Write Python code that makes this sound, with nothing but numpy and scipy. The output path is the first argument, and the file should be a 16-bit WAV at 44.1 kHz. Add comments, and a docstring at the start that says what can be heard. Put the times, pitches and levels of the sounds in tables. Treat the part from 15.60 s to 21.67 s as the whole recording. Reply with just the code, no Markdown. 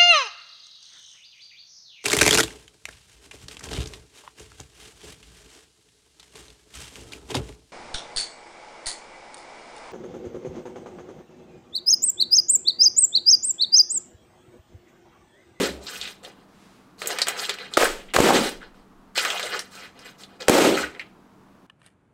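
"""Balloons wrapped in crumpled foil burst under a pen on a table indoors, close to one microphone.
Each burst layers noisy tears and thumps of falling pitch, with dying noise tails for the room.
The foil rustles, crumples and snaps: short ringing clicks shaped by strokes, bands and creases.
A low drone, a cloth swish, table rumble and a humming air wash lie below.
The bangs overload the recorder: its limiter ducks, then lets the reverberation swell back."""
import sys
import numpy as np
from scipy import signal
from scipy.fft import rfft, irfft, next_fast_len
from scipy.io import wavfile

SR = 44100
rng = np.random.default_rng(int(sys.argv[2]) if len(sys.argv) > 2 else 0)


def digitize_waveform(pressure):
    """Quantize a signal to 16-bit integers and store it at the path in sys.argv[1].

    Rows of a 2-D input are taken as channels; values are limited to [-1, 1].
    """
    field = np.atleast_2d(pressure).T
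    bounded = np.clip(field, -1, 1)
    quanta = np.round(bounded * 32767).astype(np.int16)
    wavfile.write(sys.argv[1], SR, quanta)


N = 267510
TIME = np.arange(N) / SR

# tone colour of the foil: pitch_hz, relative density_db_per_hz
FOIL_COLOUR = [(120, -44.5), (220, -19.5), (400, -3), (550, 0), (850, -4.5), (1050, -6.5), (1300, 2),
               (2500, 1), (4120, -3.5), (5840, -9.5), (7680, -6.5), (9750, -17.5), (13100, -19.5),
               (16000, -25.5)]


def amp(db):
    """Decibels to gain."""
    return 10 ** (np.asarray(db) / 20)


def evened(x):
    """Scales to rms 1."""
    return x / np.sqrt(np.mean(x ** 2) + 1e-20)


def read(points, hz):
    """Reads a table on a log-frequency axis."""
    f, value = np.transpose(points)
    return np.interp(np.log(hz + 1), np.log(f + 1), value)


def add(mix, start_s, sound):
    """Mixes a sound in at start_s, which may lie before the scene begins."""
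    at = round(start_s * SR)
    sound = sound[max(-at, 0):]
    part = mix[max(at, 0):][:len(sound)]
    part += sound[:len(part)]


def coloured(x, spectrum):
    """Filters x by a spectrum table and scales it to rms 1."""
    size = next_fast_len(len(x))
    gain = amp(read(spectrum, np.fft.rfftfreq(size, 1 / SR)))
    return evened(irfft(rfft(x, size) * gain, size)[:len(x)])


def band(x, lo_hz, hi_hz, order=2):
    """Causal band-pass."""
    edges = [lo_hz, min(hi_hz, SR / 2 - 1)]
    return signal.sosfilt(signal.butter(order, edges, "band", fs=SR, output="sos"), x)


def dying(x):
    """Lets every band of x die away at the room's rate."""
    # reverberation: pitch_hz, time to fall 60 dB t60_s
    decay_times = [(60, 0.54), (170, 0.48), (400, 0.45), (1000, 0.36), (3000, 0.41), (8000, 0.38),
                   (16000, 0.37)]
    hz, t, z = signal.stft(x, SR, nperseg=256)
    t60_s = read(decay_times, hz)[:, None]
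    faded = z * amp(-60 * t / t60_s)
    return signal.istft(faded, SR, nperseg=256)[1][:len(x)]


def in_room(x, wet_db, early_db):
    """Direct sound, quick reflections from table and foil, and the diffuse tail."""
    t = np.arange(SR) / SR
    tail = dying(rng.standard_normal(SR)) * np.clip(t / 0.0022, 0, 1)
    early = np.zeros(SR)
    early[rng.integers(SR // 1000, SR // 70, 12)] = rng.choice([-1, 1], 12)  # 1 to 14 ms late
    echo = amp(wet_db) * tail / np.linalg.norm(tail) + amp(early_db) * early / np.linalg.norm(early)
    return x + signal.fftconvolve(x, echo)[:N]


def bangs(grains, rattle, sag, rise_s, boom_follow):
    """The rubber tears, the freed air swings with falling pitch as the hole opens; room and foil ring on."""
    # layers of the bangs, tear and thump; neighbouring rows can build one bang: start_s, thump_db,
    # thump middle pitch_hz, length_s, rubber tear_db, room boom_db, room hiss_db;
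    # levels ahead of room modes and limiter
    layers = [(-.14, 10, 250, .005, -16, -4.5, -6.5), (2.1706, -5, 1287, 0.0042, -15, -18.5, -15.5),
              (2.1758, 8, 580, 0.0014, -13, -26.5, -16.5), (2.233, -5.5, 494, 0.0026, -30, -49, -26),
              (2.5372, -47, 900, 0.0068, -23, -24.5, -21.5), (2.5623, -10, 700, 0.0023, -13, -16, -16.5),
              (2.565, 12.5, 1552, 0.00085, -3.5, -34, -23), (2.587, 4.5, 510, 0.0028, -10, -9, -12.5),
              (2.603, 23, 264, 0.0016, -4.5, -0.5, 1.5), (4.8826, -14, 950, .004, -9, -14, -12),
              (4.885, 20, 650, 0.00076, 1, -24, -21), (4.8953, 21.5, 757, 0.00095, 13.5, 5, 5.5),
              (4.8983, 25, 335, 0.0024, -8, 3, -5)]
    # the room's answer to the thump: pitch_hz for a 420 Hz thump, relative density_db_per_hz
    boom_colour = [(30, -42.5), (70, -20.5), (110, -27), (160, -9.5), (250, 2), (400, 1), (600, -1),
                   (900, -9), (1500, -16), (4000, -34), (16000, -52)]
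    # spectrum of the tear and the room's answer to it: pitch_hz, relative density_db_per_hz
    hiss_colour = [(100, -34), (400, 1), (900, -0.5), (1400, -0.5), (2200, -2.5), (4000, -6.5),
                   (6200, -9.5), (8000, -7.5), (10000, -16.5), (13000, -17.5), (16000, -25)]
    out, t = np.zeros(N), np.arange(SR) / SR
    for start_s, thump_db, hz, length_s, tear_db, boom_db, hiss_db in layers:
        boom, hiss = rng.standard_normal((2, SR))
        hiss = coloured(hiss, hiss_colour)
        # a deeper thump leaves a deeper boom
        boom = coloured(boom, np.multiply(boom_colour, [(hz / 420) ** boom_follow, 1]))
        pitch_hz = hz * (1 - sag + 2 * sag * np.exp(-t / length_s))
        swing = np.sin(2 * np.pi * np.cumsum(pitch_hz) / SR)
        thump = amp(thump_db) * swing * (1 - np.exp(-t / rise_s))
        tear = amp(tear_db) * hiss[::-1]  # reversed, so it does not match the tail
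        direct = (thump + tear) * np.exp(-(t / length_s) ** 2)
        # the blast sets the foil rattling
        shaken = evened(hiss + rattle * grains[rng.integers(N - SR):][:SR])
        tail = dying(amp(boom_db) * boom + amp(hiss_db) * shaken)
        add(out, start_s, direct + tail * np.clip(t / 0.006, 0, 1))
    return out


def snaps(ring_s, click_s, shiver_s, shiver, width, overtone, overtone_db):
    """A large crease flips with a broad click and a short two-note ring; the sheet around it shivers on."""
    # a crease snaps over: start_s, ring level_db, ring pitch_hz, click_db relative to the ring;
    # the level is the lower note's peak ahead of the room
    creases = [(.008, -27, 425, -7), (0.413, -19.5, 3850, -9), (.476, -28.5, 3330, 3.5),
               (0.648, -33.5, 3380, 0), (1.418, -31, 1590, 13.5), (1.4592, -31.5, 2290, 9.5),
               (1.4727, -9.5, 7460, -26), (1.473, -32, 13400, -3), (1.5036, -24.5, 1780, 6.5),
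               (1.5865, -24.5, 2030, 14), (1.61, -35, 3460, 13), (1.6172, -8, 4420, -8),
               (1.6699, -25.5, 1670, 11), (1.6838, -12.5, 7700, -1.5), (1.894, -15.5, 3800, 2.5),
               (1.94, -40, 7420, 15), (1.986, -29.5, 2260, 2), (2.1373, -16, 3900, -17),
               (2.243, -14, 9000, -10), (2.891, -28, 8800, 3), (3.144, -48, 1370, -4),
               (3.5773, -16, 3100, 5), (3.6499, -16.5, 1450, 3.5), (3.702, -15, 3020, -4),
               (3.7959, -26.5, 2200, 11), (3.828, -19.5, 3500, -16), (3.9923, -18.5, 5200, -2.5),
               (4.153, -40.5, 5060, 8), (4.391, -41, 5170, 2.5), (4.635, -33.5, 3750, -3),
               (4.808, -30.5, 4250, 2), (5.349, -34, 1800, -10), (5.395, -23.5, 2300, -15)]
    out, t = np.zeros(N), np.arange(SR // 12) / SR
    shivering = shiver * np.exp(-t / shiver_s)
    for start_s, level_db, hz, click_db in creases:
        strike, click = rng.standard_normal((2, len(t)))
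        strike = strike * (np.exp(-t / ring_s) + shivering)
        low, high = (band(strike, f / (1 + width), f * (1 + width)) for f in (hz, hz * overtone))
        ring = low / abs(low).max() + amp(overtone_db) * high / abs(high).max()
        click = coloured(click, FOIL_COLOUR) * (np.exp(-t / click_s) + shivering)
        click = band(click, 380, 20000)  # the click carries no bass
        add(out, start_s, amp(level_db) * (ring + amp(click_db) * click / abs(click).max()))
    return in_room(out, wet_db=-19.0, early_db=-14.5)


def crackle(per_s, spread_db, cycles, count=28):
    """Countless small facets buckle, each ringing for a few cycles at one of many pitches."""
    out, clicks_per_pitch = np.zeros(N), int(N * per_s / count / SR)
    for hz in np.geomspace(350, 15000, count):
        when, size, sign = rng.random((clicks_per_pitch, 3)).T
        strength = amp(spread_db * np.minimum(-np.log(size), 3.5))  # many faint, few strong
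        clicks = np.bincount((when * N).astype(int), np.sign(sign - .5) * strength, N)
        # two-pole resonator
        pole = np.exp(2j * np.pi * hz / SR - hz / cycles / SR)
        out += signal.lfilter([0, hz * pole.imag], [1, -2 * pole.real, abs(pole) ** 2], clicks + 1e-12)
    return coloured(out, FOIL_COLOUR)


def stroke_envelope(start_s, length_s):
    """A push rises quickly, eases off while it lasts and dies away once it ends."""
    rise_s, sag_db_per_s, release_db_per_s = 0.02, 13, 261
    t = np.maximum(TIME - start_s, 0)
    fall_db = sag_db_per_s * t + release_db_per_s * np.clip(t - length_s, 0, 1)
    return np.minimum(t / rise_s, 1) * amp(-fall_db)


def rustle(grains):
    """Crackle follows the hand: hollow when the balloons are pressed, fine when the foil is brushed."""
    # one push of hand or pen on the foil, or one sag of the loose sheet: start_s, length_s,
    # level_db, hollow body_db and fine crinkle_db relative to it; all ahead of the trims below
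    strokes = [(-.01, 0.073, -30, -6.5, -6.5), (0.201, 0.032, -51.5, 2.5, 1), (0.243, 0.25, -40, -9, -4),
               (0.618, 0.048, -44, -1.5, -11), (0.744, .08, -61.5, -1, -10.5), (1.375, 0.056, -48.5, -5, 3),
               (1.408, 0.25, -37, -5, -14), (1.474, 0.062, -32.5, -3, -9.5), (1.658, 0.031, -26, -8, -13.5),
               (1.718, 0.035, -40, -1, -16), (1.758, 0.084, -31, -9, -6.5), (1.873, 0.023, -29, -11.5, -23),
               (1.962, 0.09, -39, -7.5, -21), (2.097, 0.069, -44, -4.5, -9.5),
               (2.724, 0.14, -27.5, -3.5, -6.5), (2.998, 0.047, -50, -1.5, -25), (3.133, .07, -64, 4, -9),
               (3.546, 0.063, -27.5, -12, -4), (3.605, 0.36, -30.5, -8.5, -9.5),
               (3.912, 0.038, -34, 0.5, -12), (3.98, .025, -41, -12, -6.5), (4.097, 0.05, -49, -12, -3.5),
               (4.143, 0.1, -42.5, -9.5, -10), (4.34, .04, -53.5, 2, -17), (4.383, 0.045, -52, -6, -9),
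               (4.43, 0.035, -41, -10, -9.5), (4.575, 0.036, -48.5, -3.5, -3), (4.67, 0.082, -57.5, 1, -17),
               (4.792, 0.015, -37, -0.5, -10.5), (4.857, 0.028, -43.5, 2, -14),
               (5.122, 0.091, -28.5, -2, -10), (5.3, 0.079, -59.5, 7.5, -17), (5.38, 0.018, -47, -7, -13)]
    bands_hz = [(300, 1087), (1000, 4560), (5000, 29000)]
    body, middle, fine = (evened(band(grains, lo, hi, order=3)) for lo, hi in bands_hz)
    power = np.zeros((3, N))
    for start_s, length_s, level_db, body_db, fine_db in strokes:
        gains = amp([level_db + body_db, level_db, level_db + fine_db])
        power += np.outer(gains, stroke_envelope(start_s, length_s)) ** 2
    out = (np.sqrt(power) * [body, middle, amp(2.0) * fine]).sum(axis=0)
    return in_room(amp(-6.0) * out, wet_db=-11.0, early_db=4.5)


def crumples(grains, width):
    """The foil crumples in short runs of band-passed crackle, each tapered at both ends."""
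    # band-passed crackle; rows at nearly the same time are parts of one crumple:
    # start_s, rms level_db ahead of taper and room, length_s, band middle pitch_hz
    runs = [(.005, -33, 0.04, 238), (0.03, -34, 0.051, 1500), (0.024, -32.5, 0.053, 4200),
            (0.124, -50.5, 0.11, 526), (.262, -37.5, 0.033, 4570), (0.34, -41, 0.033, 3560),
            (0.402, -40, 0.094, 3230), (1.413, -44.5, 0.11, 417), (1.755, -35, 0.022, 2140),
            (1.783, -31.5, 0.022, 5900), (1.831, -31, 0.03, 4200), (2.197, -25, 0.075, 1370),
            (2.393, -49, 0.03, 2480), (2.481, -49, 0.039, 2600), (2.611, -12.5, 0.13, 790),
            (2.74, -26, 0.033, 4900), (2.744, -27, 0.038, 1900), (3.004, -47, 0.05, 1510),
            (3.568, -32, 0.04, 2850), (3.619, -37.5, 0.17, 820), (3.768, -32.5, 0.02, 3400),
            (3.823, -38.5, 0.049, 597), (3.919, -30, 0.038, 1500), (4.207, -48, 0.079, 1860),
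            (4.801, -39.5, 0.031, 4460), (5.168, -28, 0.036, 1600), (5.224, -28.5, 0.027, 1640),
            (5.255, -34.5, 0.019, 1900), (5.356, -48.5, 0.019, 1860), (5.393, -40.5, 0.036, 2420)]
    out = np.zeros(N)
    for start_s, level_db, length_s, hz in runs:
        run = grains[max(round(start_s * SR), 0):][:round(length_s * SR) + 64]
        run = band(run, hz / (1 + width), hz * (1 + width))
        add(out, start_s, amp(level_db) * evened(run) * signal.windows.tukey(len(run), .4))
    return in_room(out, wet_db=-9.5, early_db=-8.0)


def standing_waves(x):
    """Each room mode lifts or cuts a narrow band; the resonant filters ring briefly."""
    # standing waves between table and walls: pitch_hz, width_hz, lift_db (negative cuts)
    modes = [(207.5, 7.3, -6.5), (259, 12, 1.5), (307.3, 12, 4), (379.3, 41, 3.5), (411, 12, 2.5),
             (478, 15, 5), (547, 19, 4), (557, 24, 3), (663, 12, 2), (747, 10, 1), (796, 19, 1),
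             (899, 24, 3.5), (1093, 40, 2), (1243, 20, 5.5), (7240, 84, -14)]
    for hz, width_hz, lift_db in modes:
        x = x + (amp(lift_db) - 1) * signal.lfilter(*signal.iirpeak(hz, hz / width_hz, SR), x)
    return x


def low_drone():
    """A low drone near 67 Hz, a room mode or table thud, swells and fades."""
    # one swell of the drone: start_s, rms level_db, length_s
    swells = [(0.027, -48.5, 0.24), (0.37, -61, 0.13), (2.578, -16, 0.067), (2.687, -56.5, 0.14),
              (5.19, -53, 0.13)]
    drone_hz = 67.1
    out = np.zeros(N)
    for start_s, level_db, length_s in swells:
        t = np.arange(round(length_s * SR)) / SR
        drone = np.sin(2 * np.pi * drone_hz * t) * np.sin(np.pi * t / length_s)
        add(out, start_s, amp(level_db) * evened(drone))
    return out


def sleeve():
    """A soft swish of cloth, coloured noise, as the pen is brought over."""
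    # the arm sweeps across: time_s, level_db
    sweep = [(.88, -69), (1.03, -60), (1.18, -62.5), (1.36, -75)]
    # tone colour of the cloth: pitch_hz, relative density_db_per_hz
    cloth_colour = [(300, -20), (1500, 4), (4500, 0), (9000, -7), (16000, -22)]
    s, level_db = np.transpose(sweep)
    swish = coloured(rng.standard_normal(N), cloth_colour) * amp(np.interp(TIME, s, level_db))
    return swish * (TIME > s[0]) * (TIME < s[-1])


def shake():
    """The jolted table rumbles through the microphone stand as very low band-passed noise."""
    # a burst jolts the table: start_s, rumble level_db ahead of rise and fade
    jolts = [(2.17, -36.5), (2.58, -36)]
    rise_s, fade_db_per_s = .05, 28.5
    level = np.zeros(N)
    for start_s, level_db in jolts:
        t = np.maximum(TIME - start_s, 0)
        level = np.maximum(level, np.minimum(t / rise_s, 1) * amp(level_db - fade_db_per_s * t))
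    return evened(band(rng.standard_normal(N), 11, 28, order=3)) * level


def still_room():
    """Low wash of ventilation, coloured noise, with a wavering hum: a sine plus narrow-band noise."""
    # tone colour of the still room: pitch_hz, relative density_db_per_hz
    wash_colour = [(12, -29), (20, -10.5), (49, -17.5), (168, -8), (198, -9), (262, -5.5), (367, -10.5),
                   (410, -13.5), (446, -10), (527, -20), (590, -15.5), (825, -15.5), (1150, -15.5),
                   (2140, -28.5), (16000, -46.5)]
    wash_db, hum_hz, hum_db = -54.5, 193.8, -60.5  # rms levels
    wash, hum = rng.standard_normal((2, N))
    waver = evened(band(hum, hum_hz - 9, hum_hz + 9))
    hum = evened(np.sin(2 * np.pi * hum_hz * TIME) + 0.245 * waver)
    return amp(wash_db) * coloured(wash, wash_colour) + amp(hum_db) * hum


def scene():
    """All sources at the one microphone."""
    grains = crackle(per_s=2000, spread_db=3.5, cycles=2.1)
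    bursts = bangs(grains, rattle=0.45, sag=0.25, rise_s=0.00056, boom_follow=0.28)
    creases = snaps(ring_s=0.0016, click_s=0.00097, shiver_s=0.012, shiver=0.71,
                    width=0.15, overtone=1.7, overtone_db=-7.0)
    # the crackle is shifted a second so that crumples and rustle use different grains
    foil = rustle(grains) + crumples(np.roll(grains, SR), width=0.34)
    resonant = standing_waves(bursts + foil + creases)
    return (resonant + low_drone() + sleeve() + still_room() + shake())[None]


def limiter(x, threshold_db, recovery_db_per_s, attack_s):
    """Ducks a few milliseconds late and recovers at a steady rate."""
    window = SR // 400  # 2.5 ms power average
    power = signal.lfilter(np.ones(window) / window, 1, x ** 2)
    over_db = np.maximum(10 * np.log10(power + 1e-12) - threshold_db, 0)
    # running maximum on a falling slope
    fall_db = recovery_db_per_s * TIME
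    held_db = np.maximum.accumulate(over_db + fall_db) - fall_db
    lag = np.exp(-(np.arange(SR // 50) / SR / attack_s - 1) ** 2 * 4)  # bell centred on attack_s
    return x / amp(signal.oaconvolve(held_db, lag / lag.sum())[:N])


def record(dry):
    """Limiter, hard clipping of the peaks it lets through, then a low-pass band limit."""
    ceiling, edge_hz = .5, 15900
    limited = limiter(dry[0], threshold_db=-13.0, recovery_db_per_s=312, attack_s=.004)
    clipped = np.clip(limited, -ceiling, ceiling)
    lowpass = signal.firwin(255, edge_hz, window=("kaiser", 8), fs=SR)
    return signal.oaconvolve(clipped, lowpass, "same")[None]


dry = scene()
out = record(dry)
digitize_waveform(out)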